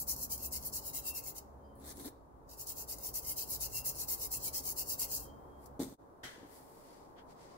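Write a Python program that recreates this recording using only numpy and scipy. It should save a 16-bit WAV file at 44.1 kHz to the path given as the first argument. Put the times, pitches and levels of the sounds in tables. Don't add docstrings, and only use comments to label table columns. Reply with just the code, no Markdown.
import sys
import numpy as np
from scipy import signal
from scipy.fft import rfft, irfft, next_fast_len
from scipy.io import wavfile

SR = 44100
rng = np.random.default_rng(int(sys.argv[2]) if len(sys.argv) > 2 else 0)


def master_out(mix):
    frames = np.transpose(np.atleast_2d(mix))
    ceiling = np.clip(frames, -1, 1)
    pcm = np.round(ceiling * 32767).astype(np.int16)
    wavfile.write(sys.argv[1], SR, pcm)


N = 333835
TIME = np.arange(N) / SR

# (frequency [Hz], density [dB])
AIR_SPECTRUM = [(40, -4), (130, -3), (190, -4), (270, -1), (450, 0), (650, -2.5), (900, 0.5), (1300, -11),
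                (1800, -23), (2600, -36.5), (5000, -36.5), (16000, -34.5)]
# (time [s], relative level [dB])
AIR_LEVEL = [(0.0, -60.5), (1.03, -60), (2.32, -65), (2.8, -60.5), (5.23, -58.5), (5.78, -60.5),
             (5.9, -64.5), (7.57, -61)]
# (frequency [Hz], level against the air [dB])
FAN_TONES = [(267, -12), (335, -27), (355, -20.5), (451, -17), (562, -13), (688, -22.5), (1042, -22.5),
             (1125, -22)]
# (centre frequency [Hz], mean level [dB])
HUM_PARTIALS = [(69, 0), (138, -11), (213, -8), (284, -14)]
# (start [s], end [s], level [dB])
HUM_SPELLS = [(-.1, 0.786, -54.5), (0.777, 1.35, -66), (1.38, 2.0, -59), (5.2, 5.92, -62)]
# (frequency [Hz], density [dB])
RUMBLE_SPECTRUM = [(20, -28), (30, -18), (46, -2), (62, 2), (75, -3.5), (96, -8.5), (134, -3.5), (175, -22),
                   (250, -42), (420, -90)]
# (time [s], relative level [dB], half length [s], treble [dB])
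RUSTLES = [(5.38, -90, .15, 2.5), (5.642, -73.5, 0.027, 9), (6.555, -65, 0.046, 5),
           (6.734, -73, 0.099, 6.5), (6.933, -65.5, 0.1, -8), (7.311, -64.5, 0.018, -10),
           (7.425, -62, 0.034, -13), (7.532, -64.5, 0.046, -19)]
# (frequency [Hz], density [dB])
CLOTH_SPECTRUM = [(1200, -12), (2000, 1), (2600, -7), (3800, -6), (4800, -0.5), (6000, -5), (7700, -2),
                  (12200, -3.5), (16000, -8)]
# (frequency [Hz], density [dB])
SCUFF_SPECTRUM = [(700, -14), (1500, 5), (2000, 4), (2600, -5), (3250, 5), (3900, -7), (4550, -3),
                  (5300, -9), (16000, -29)]
# (frequency [Hz], level [dB], decay by 60 dB [s])
CLANK_MODES = [(1542, -6, 0.46), (1560, -4, 0.26), (1790, 0, 0.31), (1860, 0, 0.19), (1970, 0, 0.36),
               (3090, 2, 0.26), (3300, -4, 0.29), (3980, -4, .25), (4530, -14, 0.26), (6000, -7, .3)]
# (frequency [Hz], density [dB])
CLANK_SPECTRUM = [(700, -4), (1000, -8), (1300, -2.5), (1750, 3), (2000, 0.5), (2600, -10), (3250, -2.5),
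                  (3700, -7.5), (6000, -9.5), (9000, -13.5), (16000, -21)]
# (time [s], click level [dB])
KNOCKS = [(5.7935, -29), (5.8005, -25), (5.8155, -30), (5.8272, -32.5), (5.842, -41), (5.868, -43),
          (5.885, -45), (5.9237, -43), (6.38, -46.5), (6.43, -44), (6.448, -46)]
# (frequency [Hz], level [dB], decay by 60 dB [s])
BENCH_MODES = [(113, -15, 0.25), (229, -19, .06), (283, -8, .055), (342, -1, .026), (455, -17, .12),
               (600, -17, .03), (824, -18, .07)]
# (time [s], click level [dB])
CLATTER = [(5.795, -52), (5.808, -50), (5.8184, -49), (5.833, -49), (5.9237, -65)]
# (frequency [Hz], level [dB], decay by 60 dB [s])
HANDLE_MODES = [(2120, -11, 0.028), (3510, -7.5, .05), (3770, -8, .04), (4650, -10, .03), (6500, -2, .02),
                (8700, 1, .015)]
# (time [s], swish [dB], bowl rumble [dB], half length of the fall [s])
SWEEPS = [(1.826, -67.5, -53.5, 0.019), (1.899, -50.5, -55.5, 0.026), (2.005, -53, -49, 0.023),
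          (2.071, -49, -45, 0.017)]
# (frequency [Hz], density [dB])
SWISH_SPECTRUM = [(880, 1), (1500, -3), (2160, -6), (2800, -20), (3690, -0.5), (5170, -5), (6000, -2),
                  (7170, -1.5), (8830, 1.5), (9560, -6.5), (12000, -2), (13400, -5), (16000, -4)]
# (frequency [Hz], density [dB])
BODY_SPECTRUM = [(120, -14), (220, 0.5), (290, 6), (380, -1), (470, -6), (700, -13), (1500, -30)]
# (frequency [Hz], width [Hz], level [dB])
CHINA_MODES = [(1775, 18, -21), (4300, 40, -18), (9000, 220, -8.5), (10200, 100, -10), (10780, 130, -5.5),
               (12250, 260, -5), (15700, 190, -15)]
# (time [s], relative level [dB])
SNAPS = [(.078, -44), (.1624, -41.5), (.3774, -43), (.524, -42), (1.238, -43.5), (1.38, -41), (1.868, -52),
         (1.886, -51), (1.918, -53), (2.0552, -44), (2.669, -41), (2.9834, -46.5), (3.14, -41),
         (3.608, -41), (4.315, -40), (4.534, -46), (4.996, -42), (5.658, -51.5)]
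# (time [s], relative level [dB], half length [s], frequency [Hz])
SQUEALS = [(1.11, -60, .035, 2720), (1.17, -74, .02, 2525), (1.68, -87, .05, 3120), (1.66, -89, .02, 4900),
           (3.766, -56, 0.021, 2737), (5.28, -74.5, .05, 3164), (5.532, -84, .05, 3210)]
# (frequency [Hz], density [dB])
BRISTLE_SPECTRUM = [(900, -19), (1700, -39), (2400, -32), (3000, -32), (3500, -37), (4200, -5.5),
                    (5200, -3.5), (7200, -0.5), (9000, -3), (11400, 1.5), (14000, 1), (15500, 4),
                    (16500, 9.5)]
# (frequency [Hz], width [Hz], level [dB])
LEVER_MODES = [(1484, 170, -38), (2120, 38, -31), (2543, 35, -38), (2735, 26, -31), (2910, 36, -35),
               (3168, 55, -33), (3890, 53, -28), (4920, 73, -25.5), (5390, 120, -22), (6570, 110, -36),
               (6900, 42, -27.5), (7210, 150, -23.5), (8120, 64, -21), (11540, 300, -21.5),
               (12050, 100, -21), (15600, 300, -19)]
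# (time [s], level [dB])
GRIP = [(0, -4), (1.3, 4), (2.5, 0.5)]
# (touches [s], leaves [s])
BOUTS = [(-0.19, 1.41), (2.6, 5.354)]
# (start [s], end [s], relative level [dB], brightness [dB])
PUSHES = [(0.079, 0.137, -35, 2.5), (0.305, 0.356, -37.0, 3.5), (0.524, 0.578, -37, -0.5),
          (0.733, 0.79, -37, 1), (0.939, 0.996, -38.0, 2.5), (1.147, 1.201, -40, 4),
          (1.358, 1.388, -44.5, 1), (2.492, 2.553, -55, -3), (2.67, 2.728, -41.5, 1),
          (2.885, 2.945, -41.5, -1.5), (3.146, 3.192, -36.5, 4), (3.369, 3.436, -38, 1),
          (3.607, 3.667, -37.5, 0), (3.851, 3.91, -36, 2), (4.085, 4.149, -35, 4), (4.317, 4.371, -35, 2.0),
          (4.539, 4.598, -35.0, 0.5), (4.771, 4.827, -35.5, -0.5), (4.991, 5.052, -34.5, 0.5)]
# (start [s], end [s], relative level [dB], brightness [dB])
PULLS = [(-0.03, 0.028, -36.5, 8.5), (0.215, 0.25, -36.5, 7), (0.433, 0.469, -36, 6),
         (0.662, 0.678, -34, 10), (0.859, 0.901, -39.5, 7), (1.058, 1.109, -38, 5), (1.259, 1.304, -41, 4),
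         (2.589, 2.635, -43, 2.5), (2.767, 2.834, -44.0, 1.5), (3.036, 3.097, -39.5, 5.5),
         (3.266, 3.327, -37, 3), (3.499, 3.566, -37.5, 3.5), (3.741, 3.804, -37, 2.5), (3.99, 4.04, -37, 2),
         (4.213, 4.265, -37, 1.0), (4.435, 4.489, -35.5, 1.5), (4.657, 4.719, -36.5, 2.5),
         (4.886, 4.944, -36, 3), (5.111, 5.181, -36, 1.5)]
# (frequency [Hz], correlation [-1 to 1])
LIKENESS = [(30, 0.99), (120, 0.75), (280, 0.71), (500, 0.44), (900, -0.25), (2300, -0.17), (5000, -0.21),
            (16000, -0.1)]
# (frequency [Hz], left minus right [dB])
BALANCE = [(40, -6.5), (150, 1), (1000, 1), (2300, 3.5), (3200, 3), (4300, 4.5), (5600, 0), (7500, -1),
           (8700, 3.5), (10000, 2.5), (11700, 3), (16000, 1.5)]

CUTOFF_HZ = 15750
DIP_AT, DIP_HALF_S, DIP_DB = 5.969, .013, -24


def from_db(db):
    return 10 ** (np.asarray(db) / 20)


def rms_one(x):
    return x / np.sqrt(np.mean(x ** 2) + 1e-20)


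def at_hz(points, hz):
    frequency, value = np.transpose(points)
    return np.interp(np.log(hz + 1e-3), np.log(frequency), value)


def rfft_hz(size):
    return np.arange(size // 2 + 1) * SR / size


def samples(start, end):
    return slice(max(0, int(start * SR)), max(0, int(end * SR)))


def drift(rate):
    knots = rng.standard_normal(N)
    return rms_one(np.interp(TIME * min(rate, SR / 2), np.arange(N), knots))


def white():
    return rng.standard_normal((2, N))


def colour(pair, spectrum):
    size = next_fast_len(N)
    hz = rfft_hz(size)
    mid, side = rfft(pair, size) * from_db(at_hz(spectrum, hz)) * (hz < CUTOFF_HZ) * (hz > 10)
    alike = np.clip(at_hz(LIKENESS, hz), -1, 1)
    sign = np.array([[1], [-1]])
    microphones = np.sqrt(1 + alike) * mid + sign * np.sqrt(1 - alike) * side
    balance = from_db(sign * at_hz(BALANCE, hz) / 2)
    return rms_one(irfft(microphones * balance, size)[:, :N])


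def grains(per_s, spread_db):
    born = rng.random(N) < per_s / SR
    size_db = spread_db * np.minimum(rng.exponential(1, N), 4)
    return rms_one(born * from_db(size_db) * white())


def resonate(x, hz, width_hz):
    r = np.exp(-np.pi * width_hz / SR)
    feedback = [1, -2 * r * np.cos(2 * np.pi * hz / SR), r * r]
    return signal.lfilter(np.array([1, 0, -1]) * (1 - r * r) / 2, feedback, x)


def narrow_noise(hz, width_hz, skirt_hz):
    return rms_one(resonate(resonate(white(), hz, width_hz), hz, skirt_hz))


def split_treble(x, split_hz):
    dull = signal.sosfiltfilt(signal.butter(2, split_hz, fs=SR, output="sos"), x)
    return dull, x - dull


def ring(clicks, modes):
    out = 0
    for hz, db, t60 in modes:
        r, w = from_db(-60 / (t60 * SR)), 2 * np.pi * hz / SR
        feedback = [1, -2 * r * np.cos(w), r * r]
        out = out + from_db(db) * signal.lfilter([0, np.sin(w)], feedback, clicks + 1e-18)
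    return out


def sing(force, modes, wander_db, shift_hz, move_rate=14):
    out = 0
    for hz, width, db in modes:
        coupling = from_db(wander_db * np.minimum(drift(move_rate), 1))
        tone = from_db(db) * np.sqrt(SR / np.pi / width) * resonate(force * coupling, hz, width)
        bent = TIME + shift_hz / hz / move_rate / np.sqrt(2) * drift(move_rate)
        out = out + np.array([np.interp(bent, TIME, side) for side in tone])
    return out


def swell(s, rise, fall, squareness=2.46):
    out, near = np.zeros(N), samples(s - 4 * rise, s + 4 * fall)
    lag = TIME[near] - s
    out[near] = np.exp(-np.abs(lag / np.where(lag < 0, rise, fall)) ** squareness / 2)
    return out


def burst(s, rise, t60):
    age = np.maximum(TIME - s, 0)
    return (1 - np.exp(-age / rise)) * np.exp(-np.minimum(np.log(1000) * age / t60, 50))


def spell(start, end, fade_s=0.052):
    return np.clip(np.minimum(TIME - start, end - TIME) / fade_s + .5, 0, 1)


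def level_curve(rows):
    return from_db(np.interp(TIME, *np.transpose(rows)))


def clicks_at(rows):
    clicks = np.zeros(N)
    for s, db in rows:
        clicks[round(s * SR)] = from_db(db)
    return clicks


def flicker(x, patch_db=1.8, patch_rate=70, count=7):
    size = next_fast_len(N)
    spectrum = rfft(x, size)
    place = np.interp(rfft_hz(size), [4000, 15500], [0, count - 1])
    out = 0
    for k in range(count):
        band = irfft(spectrum * np.maximum(1 - np.abs(place - k), 0), size)[:, :N]
        out = out + band * from_db(patch_db * drift(patch_rate))
    return rms_one(out)


def strokes():
    release_s = .009
    for rows, attack_s in ((PUSHES, .006), (PULLS, .0085)):
        for start, end, db, bright_db in rows:
            gain, near = np.zeros(N), samples(start - .1, end + .1)
            rise = 1 + np.exp((start - TIME[near]) / attack_s)
            release = 1 + np.exp((TIME[near] - end) / release_s)
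            gain[near] = from_db(db) / rise / release
            yield (start + end) / 2, gain, bright_db


def workshop(x, t60=0.43, treble_t60=0.26, split_hz=7000):
    age = TIME[:SR]
    noise = rng.standard_normal((2, SR))
    dull = signal.sosfilt(signal.butter(2, split_hz, fs=SR, output="sos"), noise)
    tail = dull * 1000 ** (-age / t60) + (noise - dull) * 1000 ** (-age / treble_t60)
    tail = tail * (age > .005)
    return signal.fftconvolve(x, tail / np.sqrt(np.sum(tail ** 2) / 2), axes=1)[:, :N]


def background(air_db=4.5, tone_width_hz=8, hum_waver_hz=1.184, lift_db=1.0):
    tones = sum(from_db(db) * narrow_noise(hz, tone_width_hz, 120) for hz, db in FAN_TONES)
    air_gain = level_curve(AIR_LEVEL) * from_db(air_db + lift_db * (TIME > DIP_AT))
    air = air_gain * (colour(white(), AIR_SPECTRUM) + tones)
    hum = 0
    for hz, db in HUM_PARTIALS:
        level = from_db(db + 2 * drift(6))
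        hum = hum + level * np.sin(2 * np.pi * np.cumsum(hz + hum_waver_hz * drift(6)) / SR)
    return air + hum * sum(from_db(db) * spell(start, end) for start, end, db in HUM_SPELLS)


def tremble(re_stroke_db=-21.5, leaning_db=-63, still_db=-75.5, press_db=-54):
    strength = level_curve(sorted((start, db) for start, _, db, _ in [*PUSHES, *PULLS]))
    effort = strength * sum(spell(touch, leave) for touch, leave in BOUTS)
    leaning = from_db(leaning_db) * (TIME < DIP_AT)
    press = from_db(press_db) * swell(3.71, 0.2, 0.2)
    power = (from_db(re_stroke_db) * effort) ** 2 + leaning ** 2 + from_db(still_db) ** 2 + press ** 2
    return np.sqrt(power) * colour(white(), RUMBLE_SPECTRUM)


def rustle(trim_db=1, split_hz=8000, scuff_db=-61):
    dull, treble = split_treble(colour(grains(17000, 1.7), CLOTH_SPECTRUM), split_hz)
    slide = 0
    for s, db, half, treble_db in RUSTLES:
        move = from_db(db) * swell(s, half, half, squareness=1.67)
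        slide = slide + move * (dull + from_db(treble_db) * treble)
    catch = swell(7.188, .01, .016, squareness=1.4)
    return from_db(trim_db) * slide + from_db(scuff_db) * catch * colour(white(), SCUFF_SPECTRUM)


def clank(at=6.231, level_db=-40, t60=0.18, modes_db=-17, tail_db=-11, tail_t60=0.92):
    build_up_s = .009
    fade = burst(at, build_up_s, t60) + from_db(tail_db) * burst(at, 2 * build_up_s, tail_t60)
    blow = white() * burst(at, 0.0027, 0.065)
    tones = ring(blow / np.sqrt(np.sum(blow ** 2) / 2), CLANK_MODES)
    return from_db(level_db) * (fade * colour(white(), CLANK_SPECTRUM) + from_db(modes_db) * tones)


def put_down(low_hz=170, contact_hz=750):
    contact = signal.butter(2, [low_hz, contact_hz], "band", fs=SR, output="sos")
    push = signal.sosfilt(contact, clicks_at(KNOCKS))
    return ring(clicks_at(CLATTER), HANDLE_MODES) - ring(push, BENCH_MODES)


def splay(at=5.822, level_db=-49, slide_db=-52, slide_t60=0.74, shudder_db=-48, shudder_t60=.13, drag_db=-47):
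    landing = KNOCKS[0][0]
    slide = burst(landing, .002, slide_t60) * (TIME < DIP_AT)
    spread = from_db(level_db) * swell(at, .02, 0.018) * (TIME > landing)
    swish = spread + from_db(slide_db) * slide
    shudder = from_db(shudder_db) * burst(landing, .002, shudder_t60) + from_db(drag_db) * slide
    return swish * colour(grains(7000, 1.7), SWISH_SPECTRUM) + shudder * colour(white(), BODY_SPECTRUM)


def sweeps(china_db=-2.5, wander_db=5.5, shift_hz=60, bowl_db=-3, rise_ratio=1.42):
    speed = sum(from_db(db) * swell(s, rise_ratio * half, half) for s, db, _, half in SWEEPS)
    drag = sum(from_db(db) * swell(s, rise_ratio * half, half) for s, _, db, half in SWEEPS)
    slips = grains(6500, 1.8) * from_db(1.2 * drift(150))
    first_touch = from_db(-60) * burst(1.751, 0.00091, 0.45)
    china = sing((speed + first_touch) * slips, CHINA_MODES, wander_db, shift_hz, move_rate=40)
    swish = speed * flicker(colour(slips, SWISH_SPECTRUM))
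    return swish + from_db(china_db) * china + from_db(bowl_db) * drag * colour(white(), BODY_SPECTRUM)


def snaps(trim_db=2, t60=0.051):
    force = sum(from_db(db) * burst(s, 0.00032, t60) for s, db in SNAPS)
    return from_db(trim_db) * force * colour(grains(12000, 2.2), BRISTLE_SPECTRUM)


def squeak(at=5.28, length_s=.19, start_hz=15500, fall_hz=1600, level_db=-82, waver_hz=60):
    along = np.clip((TIME - at) / length_s, 0, 1)
    hz = start_hz - fall_hz * along ** 3 + waver_hz * drift(300)
    return from_db(level_db) * spell(at, at + length_s) * np.sin(2 * np.pi * np.cumsum(hz) / SR)


def squeals(waver_hz=11, trim_db=1, ring_db=-1, ring_t60=.55, rough=.25, rough_hz=70, shake_db=1.3, pan_db=2.5):
    out, waver = 0, waver_hz * drift(60)
    for s, db, half, hz in SQUEALS:
        tone = np.sqrt(2) * np.sin(2 * np.pi * np.cumsum(hz + waver) / SR)
        chatter = narrow_noise(hz, rough_hz, 2 * rough_hz)
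        push = swell(s, half, half) + from_db(ring_db) * burst(s, half, ring_t60)
        out = out + from_db(db + trim_db) * push * rms_one(tone + rough * chatter)
    return out * from_db(shake_db * drift(50)) * from_db([[pan_db], [-pan_db]])


def bristle_tones(level_db=-16, width_hz=70, low_hz=4500, high_hz=15500, scatter_s=.02, half_s=0.016, count=7):
    out = np.zeros((2, N))
    for s, gain, _ in strokes():
        near = samples(s - .1, s + .1)
        for hz in low_hz * (high_hz / low_hz) ** rng.random(count):
            moment = swell(s + scatter_s * rng.normal(), half_s, half_s)
            push = from_db(level_db) * gain[near] * moment[near]
            slips = rng.standard_normal((2, SR // 4))[:, :len(push)]
            out[:, near] += push * rms_one(resonate(slips, hz, width_hz))
    return out


def bowl_echo(x, lag_s=0.001106, travel_s=.00008, echo_db=-10):
    echo_time = TIME - lag_s - travel_s * drift(6)
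    echo = np.array([np.interp(echo_time, TIME, side) for side in x])
    return (x + from_db(echo_db) * echo) / np.sqrt(1 + from_db(echo_db) ** 2)


def turning(lag_s=0.069, half_s=0.036, re_push_db=-11.5):
    turns = sum((from_db(db + re_push_db) * swell(end + lag_s, half_s, half_s)) ** 2 for _, end, db, _ in PUSHES)
    return turns * sum(spell(touch, leave) for touch, leave in BOUTS) ** 2


def scrubbing(rub_db=0.54, lever_db=-1, wander_db=6, shift_hz=45, split_hz=8500, body_loss=1.33, hiss_gain=0.52):
    slide_off = from_db(-47.5) * swell(5.2, 0.032, 0.032, squareness=1.65)
    low_power = high_power = turning() + slide_off ** 2
    for _, gain, bright_db in strokes():
        low_power = low_power + gain ** 2 * from_db(-body_loss * bright_db)
        high_power = high_power + gain ** 2 * from_db(hiss_gain * bright_db)
    slips = grains(20000, 1.2) * from_db(1.0 * drift(700) + .5 * drift(110))
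    body, hiss = split_treble(flicker(colour(slips, BRISTLE_SPECTRUM)), split_hz)
    rub = body * np.sqrt(low_power) + hiss * np.sqrt(high_power)
    lever = sing(slips * np.sqrt(low_power) * level_curve(GRIP), LEVER_MODES, wander_db, shift_hz)
    return bowl_echo(from_db(rub_db) * rub + from_db(lever_db) * lever + bristle_tones())


def scene(room_db=-16):
    near = put_down() + splay() + sweeps() + snaps() + squeak() + squeals() + scrubbing()
    return background() + tremble() + rustle() + clank() + from_db(room_db) * workshop(near) + near


def record(dry, hollow_hz=8650, hollow_width_hz=1100, hollow_depth=0.53):
    left, right = dry
    right = right - hollow_depth * resonate(right, hollow_hz, hollow_width_hz)
    dip = from_db(DIP_DB * swell(DIP_AT, DIP_HALF_S, DIP_HALF_S, squareness=1.93))
    top_cut = signal.ellip(12, .1, 80, CUTOFF_HZ, fs=SR, output="sos")
    return signal.sosfilt(top_cut, np.array([left, right]) * dip)


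dry = scene()
out = record(dry)
master_out(out)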